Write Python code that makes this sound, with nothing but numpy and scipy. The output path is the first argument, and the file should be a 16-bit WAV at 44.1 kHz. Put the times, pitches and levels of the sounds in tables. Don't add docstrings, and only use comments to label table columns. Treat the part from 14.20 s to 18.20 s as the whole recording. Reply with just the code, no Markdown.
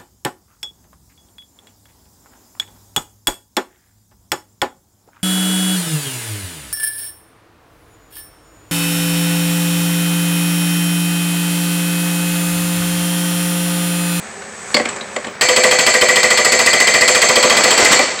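import sys
import numpy as np
from scipy import signal
from scipy.fft import rfft, irfft, next_fast_len
from scipy.io import wavfile
from scipy.ndimage import map_coordinates

SR = 44100
rng = np.random.default_rng(int(sys.argv[2]) if len(sys.argv) > 2 else 0)


def elevation(decibels):
    levels = np.asarray(decibels, float)
    return 10 ** (levels / 20)


def wav_out(sig):
    wavfile.write(sys.argv[1], SR, np.round(np.clip(np.atleast_2d(sig).T, -1, 1) * 32767).astype(np.int16))


N = 176400
T = np.arange(N) / SR


def unit(x):
    return x / np.sqrt(np.mean(x ** 2) + 1e-20)


def filtered(x, response):
    m = next_fast_len(N + SR // 2)
    return irfft(rfft(x, m) * response(np.fft.rfftfreq(m, 1 / SR)), m)[:N]


def noise(points):
    f, db = np.transpose(points)
    colour = lambda hz: elevation(np.interp(np.log(hz + 1), np.log(f + 1), db))
    return unit(filtered(rng.standard_normal(N), colour))


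def wobble(rate):
    return map_coordinates(rng.standard_normal(int(N * rate / SR) + 4), [T * rate])


def peak(f, hz, width):
    return 1j * f * width / (hz * hz - f * f + 1j * f * width)


def rings(x, modes):
    def response(f):
        total = 0
        for k, (hz, db, t60) in enumerate(modes):
            width = np.log(1000) / np.pi / t60
            total = total + (-1) ** k * elevation(db) * peak(f, hz, width) * np.sqrt(SR / width / 10)
        return total
    return filtered(x, response)


def bursts(times, levels_db, attack, t60):
    t = np.arange(SR // 2) / SR
    marks = np.bincount(np.clip(np.round(times * SR).astype(int), 0, N - 1), elevation(levels_db), N)
    shape = (1 - np.exp(-t / attack)) * elevation(-60 * t / t60)
    return np.abs(signal.fftconvolve(marks, shape)[:N])


def struck(times, levels_db, modes, swell, rough, stop_s=1):
    t, out = np.arange(SR // 6) / SR, np.zeros(N + SR)
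    hz, db, t60 = np.transpose(modes)[..., None]
    scatter_db, detune = 1.5, .006 * np.minimum(1, rough * 200)
    chance = rng.standard_normal((len(times), 3, len(modes), 1))
    for s, level, (a, b, c) in zip(times, levels_db, chance):
        steps = np.repeat(rng.standard_normal((len(modes), len(t) // 10)), 10, axis=1)
        wander = steps.cumsum(1) * np.sqrt(2 * np.pi * rough * hz / SR / 10)
        tone = np.sin(2 * np.pi * hz * (1 + detune * b) * t + 3 * c + wander)
        ring = elevation(level + db + scatter_db * a - 60 * t / t60) * tone
        damped = np.clip((stop_s - t) * 200, 0, 1)
        out[round(s * SR):][:len(t)] += ring.sum(0) * (1 - np.exp(-t / swell)) * damped
    return out[:N]


# (time [s], engine level [dB], pump hiss level [dB])
ENGINE = [(0.0, -33, -36.5), (0.19, -35, -39.5), (0.39, -35, -37), (0.568, -31, -30.5), (0.68, -27.5, -38),
          (0.85, -33, -39), (1.046, -33, -39.5), (1.2, -33.5, -47)]
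# (frequency [Hz], level [dB per Hz])
BLOCK = [(26, -55), (52, -30), (66, -8), (157, -12), (201, -3), (296, -18), (402, -8), (1000, -10.5),
         (1800, -9.5), (2500, -14), (3000, -22), (6000, -25), (12000, -90)]
# (frequency [Hz], level [dB per Hz])
HISS = [(3000, -14), (5500, -10.5), (6800, -2), (7500, -5), (8020, 7), (8400, -9.5), (10000, -17.5),
        (15800, -34)]
# (frequency [Hz], rms level [dB], width [Hz])
WHINES = [(213, -50, 14), (400.6, -46, 11), (547, -47, 6.5), (762, -47.5, 47), (1750, -47, 43)]
# (time [s], frequency [Hz], width [Hz], level [dB], 60 dB decay time [s])
VALVE = (1.078, 15100, 500, -55, .6)


def engine():
    firing_hz, knock = 71, 0.19
    s, block_db, hiss_db = np.transpose(ENGINE)
    level = elevation(np.interp(T, s, block_db) + 0.5 + 0.2 * wobble(18))
    firing = 1 + knock * np.cos(2 * np.pi * firing_hz * T + .5 * wobble(9.4))
    out = level * firing * noise(BLOCK)

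    def narrow(hz, width):
        return unit(filtered(rng.standard_normal(N), lambda f: peak(f, hz, width) ** 2))

    for hz, db, width in WHINES:
        out += elevation(db) * narrow(hz, width)
    out += elevation(np.interp(T, s, hiss_db) + 0.6 * wobble(20)) * noise(HISS)
    at, hz, width, db, t60 = VALVE
    return out + bursts(np.array([at]), np.array([db]), .002, t60) * narrow(hz, width)


# (frequency [Hz], 60 dB decay time [s])
YARD = [(200, 0.76), (2000, 0.91), (8000, 1), (14000, 0.058)]


def yard(x, longest):
    hz, t, z = signal.stft(rng.standard_normal(SR), SR, nperseg=256)
    f, t60 = np.transpose(YARD)
    decay = np.minimum(np.interp(hz, f, t60), longest)[:, None]
    tail = signal.istft(z * elevation(-60 * t / decay), SR, nperseg=256)[1]
    delayed = np.pad(x, (700, 0))
    return signal.fftconvolve(delayed, tail / np.linalg.norm(tail))[:N]


# (time [s], level [dB], frequency [Hz], 60 dB decay time [s])
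THUMP = (3.707, -7, 205, 0.06)
# (time [s], peak level [dB], ring frequency [Hz], wood level [dB], bush level [dB])
CLANKS = [(0.219, -23.5, 1470, -9, -7), (0.543, 2, 4500, -7.5, -2), (0.567, -4, 2070, -3, 0),
          (0.597, -13.5, 1950, 6.5, -14), (0.6537, -9, 2450, -7, 1), (0.6876, -11, 7760, -18, -12),
          (0.761, -19.5, 7300, 0, -4), (0.809, -18, 3880, -0.5, -3), (0.876, -29, 1630, -9, -5),
          (0.9095, -29, 2170, -7, -9), (0.962, -10, 1990, 0, -1.5), (1.0445, -16, 1840, -4, -3),
          (1.068, -23.5, 3100, 8.5, 6), (1.08, -26, 2380, -14, -10), (3.792, -2.5, 2370, -2.5, -18),
          (3.9894, -13, 3850, -28, -6)]
# (frequency [Hz], level [dB], 60 dB decay time [s])
BUSH = [(2180, -2.5, 0.035), (3280, -10.5, 0.035), (7300, -8.5, 0.047), (7780, -12, 0.04)]
# (frequency [Hz], level [dB], 60 dB decay time [s])
KNOCKED_LOG = [(229, -5.5, 0.053), (345, -8, 0.035), (503, -3, 0.084), (592, -4, .08), (760, -7, 0.036),
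               (1140, -8, 0.042)]
# (frequency [Hz], level [dB per Hz])
CLANK = [(100, -43), (300, -13), (600, -6.5), (2000, 1.5), (4500, -4), (8000, -18.5), (9500, -24.5),
         (15800, -32)]


def clanks():
    s, db, hz, t60 = THUMP
    out = struck([s], [db], [(hz, 0, t60)], 0.0017, rough=0.0073)
    s, db, pitch_hz, wood_db, bush_db = np.transpose(CLANKS)
    for at, level, hz in zip(s, db, pitch_hz):
        out += struck([at], [level - 3], [(hz, 0, 0.065)], 0.0015, rough=0.035)
    out += struck(s, db + bush_db - 2, BUSH, 0.0013, rough=0.017)
    scrape = bursts(s, db + wood_db, 0.00067, t60=0.073) * rng.standard_normal(N)
    out += rings(scrape, KNOCKED_LOG)
    return out + bursts(s, db - 4.5, 0.0013, t60=.035) * noise(CLANK)


# (time [s], level [dB])
SPLIT = [(2.9, -21), (3.258, -16), (3.61, -13), (3.679, -10), (3.842, -18), (4.0, -28.5)]
# (frequency [Hz], level [dB])
TEAR = [(120, -19), (250, 4), (600, 6.5), (1200, 3), (3000, -2), (8000, -4), (10000, -35)]


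def splitting():
    tears_per_s, split_db = 1700, -3.5
    s, db = np.transpose(SPLIT)
    snaps = (rng.random(N) < tears_per_s / SR) * elevation(3.6 * rng.exponential(size=N))
    clumps = signal.fftconvolve(snaps, elevation(-60 * T[:900] / 0.013))[:N]
    grain = unit(clumps * noise(TEAR))
    floor = elevation(db[0]) ** 2 * (T < s[-1] - .2)
    power = elevation(np.interp(T, s, db)) ** 2 - floor
    gain = np.sqrt(np.maximum(power, 0)) * (T > s[0])
    return elevation(split_db + 2.5 * wobble(24.78)) * gain * grain


# (frequency [Hz], level [dB per Hz])
CRASH = [(24, -60), (40, -16), (311, -7), (500, -4), (868, -4.5), (1980, -3), (5960, -13.5), (7840, -29.5),
         (15800, -114)]
# (frequency [Hz], level [dB])
FIZZ = [(8000, -39), (9500, 1), (12000, 2), (15800, -7.5)]
# (delay [s], level [dB], frequency [Hz], 60 dB decay time [s], swell [s])
THUD = (.05, -27, 80, -19, -2)


def crash(s, force):
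    delay, thud_db, hz, t60, swell = THUD
    out = bursts(s, force - 10, 0.00042, t60=0.23) * noise(CRASH)
    out += struck(s + delay, force + thud_db, [(hz, 0, t60)], abs(swell), rough=.1)
    return out + bursts(s, force - 18, 0.00055, t60=0.12) * noise(FIZZ)


# (time [s], tool level [dB], bite level [dB], housing level [dB], wood level [dB])
RUN_UP = [(1.2099, 1.5, 1, 3, -1), (1.2856, -1, 3.5, -0.5, 3), (1.3611, 0, 2, -2.5, 4.5),
          (1.4349, 0.5, -2.0, 3.5, 5.5), (1.5104, 0, 4, -4, 2), (1.5864, 1.0, 0, -2, -4.5),
          (1.6639, 1.5, 4, 2.5, 4.5), (1.7384, -1.5, -4, 4, 2), (1.8116, 0, 6, 3, 5.5),
          (1.8846, -1, -1.5, 3, 1), (1.9572, 0, 3, 0.5, 1.5), (2.03, -1, -10, 4, 2.5),
          (2.1034, -0.5, 0, 2.5, 0.5), (2.173, 0, -0.5, -1, 3), (2.247, 0, -7.0, 2, 4),
          (2.3192, 0, -6, 4.0, 2), (2.39, 0.5, -12, 0, 0), (2.4605, 0.5, -10, 6, -0.5)]
FULL_RATE = [(2.53, -0.5, 4, 0.5, 2.5), (2.6002, 0.5, -12, 4, -2), (2.671, 0, 5, 3, -1),
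             (2.7385, -0.0, -1, 4, 2), (2.8087, -0.5, -11, 5.0, 3), (2.8776, 1.5, 3.5, -2.5, 2),
             (2.9473, 0, 1.5, 3, 0.5), (3.017, 1.0, 2, 3, 3), (3.0865, -1.0, -5, -0.5, 4.5),
             (3.1562, -0.0, 6.5, -1, 6.5), (3.2268, -0.5, 2, -1.5, 6.5), (3.2969, -0.5, 3, 0, 3),
             (3.3674, -0.5, 2, -2.5, 3.5), (3.4363, 1, -15, -1, 2.5), (3.506, 0.5, 5.5, -2.5, 1),
             (3.576, -0.0, -6.0, 0, 2), (3.6465, 1.0, -2.0, 4.5, -2.5), (3.7187, 2, -6, 1, -1),
             (3.7885, -6.5, -12.0, -5, -6.5)]
# (frequency [Hz], level [dB], 60 dB decay time [s])
TOOL = [(4243, 0.5, 0.078), (4683, 5.5, 0.055), (5170, -8, 0.25), (6890, -2, 0.12), (7680, -1.5, 0.43),
        (7980, 3, 0.084)]
BITE = [(2460, -11.5, 0.14), (3194, 4.5, 0.029)]
HOUSING = [(1903, -9, 0.17), (1968.5, 0.5, 0.054), (2040, -4, 0.085), (2349, -13, 0.16),
           (2508, -6.5, 0.053)]
LOG = [(233.3, -10, 0.11), (370, -10.5, 0.12), (451.4, -1.5, 0.076), (504.6, -2.5, 0.15),
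       (591.3, -3.5, 0.14), (660.4, -3.5, 0.11), (767, -14.5, 0.26), (995.4, -5, 0.084), (1173, 0.5, 0.074)]
PISTON = [(4470, 2, 0.046), (7300, 0, 0.25), (7290, -3.5, 0.24), (4660, -6, 0.22)]
BACK_STOP = [(1783, -11.5, 0.12), (2003, -1, 0.12), (2310, -5.5, 0.3), (4417, -5, 0.4), (680, 3.5, 0.038)]
HUM = [(6325, 1, 0.29), (11140, -14.5, 0.24), (12400, -33, 0.14)]
WHOLE_LOG = [(501, 0, 0.16)]
DELAY_S = [0, .006, .009, .011, .024, .039, .013]
SWELL_S = [.0015, .002, .002, .008, .003, .003, .012]
RING_DB = [-11.5, -7, -3.5, -8.5, -15, -11, -14.5]
ROUGH = [.03, .02, .012, .004, .03, .03, .001]


def breaker():
    blow_db, rattle_db, scatter_s = -2.5, -17.5, .001
    s, *levels = np.transpose(RUN_UP + FULL_RATE)
    force, bite, housing, wood = np.array(levels) + blow_db
    out = crash(s, force)
    whole_db = wood - 7 - 10.5 * (s - s[0])
    out += struck(s + DELAY_S[3], whole_db, WHOLE_LOG, SWELL_S[3], rough=0.0017)
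    hum = force - 12 * np.maximum(s - 3.2, 0)
    drives = [force, bite, housing, wood, force, force, hum]
    bodies = [TOOL, BITE, HOUSING, LOG, PISTON, BACK_STOP, HUM]
    for delay, swell, ring_db, rough, db, modes in zip(DELAY_S, SWELL_S, RING_DB, ROUGH, drives, bodies):
        late = s + delay + scatter_s * rng.standard_normal(len(s)) * (delay > 0)
        stop_s = .054 if modes is HUM else 1
        out += struck(late, db + ring_db, modes, swell, rough, stop_s)
        rattle = bursts(late, db + ring_db + rattle_db, swell, t60=0.091) * rng.standard_normal(N)
        out += rings(rattle, modes)
    return out


def scene():
    loud, light = breaker() + splitting(), clanks()
    near = elevation(-12) * yard(light, longest=.22)
    far = elevation(-11) * yard(loud, longest=2)
    return (loud + light + far + near + engine())[None]


def band_limit(x):
    return signal.sosfilt(signal.butter(12, 16620, fs=SR, output="sos"), x)


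def record(dry):
    low_cut_hz, top_hz, air_hz, air_db_per_khz = 61, 15950, 9000, -6
    ceiling, hard = .71, 6
    x = filtered(dry[0], lambda f: (1j * f / (low_cut_hz + 1j * f)) ** 3)
    x = x / (1 + np.abs(x / ceiling) ** hard) ** (1 / hard)
    dull = lambda f: (f < top_hz) * elevation(air_db_per_khz * np.clip((f - air_hz) / 1000, 0, 1))
    return band_limit(filtered(x, dull)[None])


dry = scene()
out = record(dry)
wav_out(out)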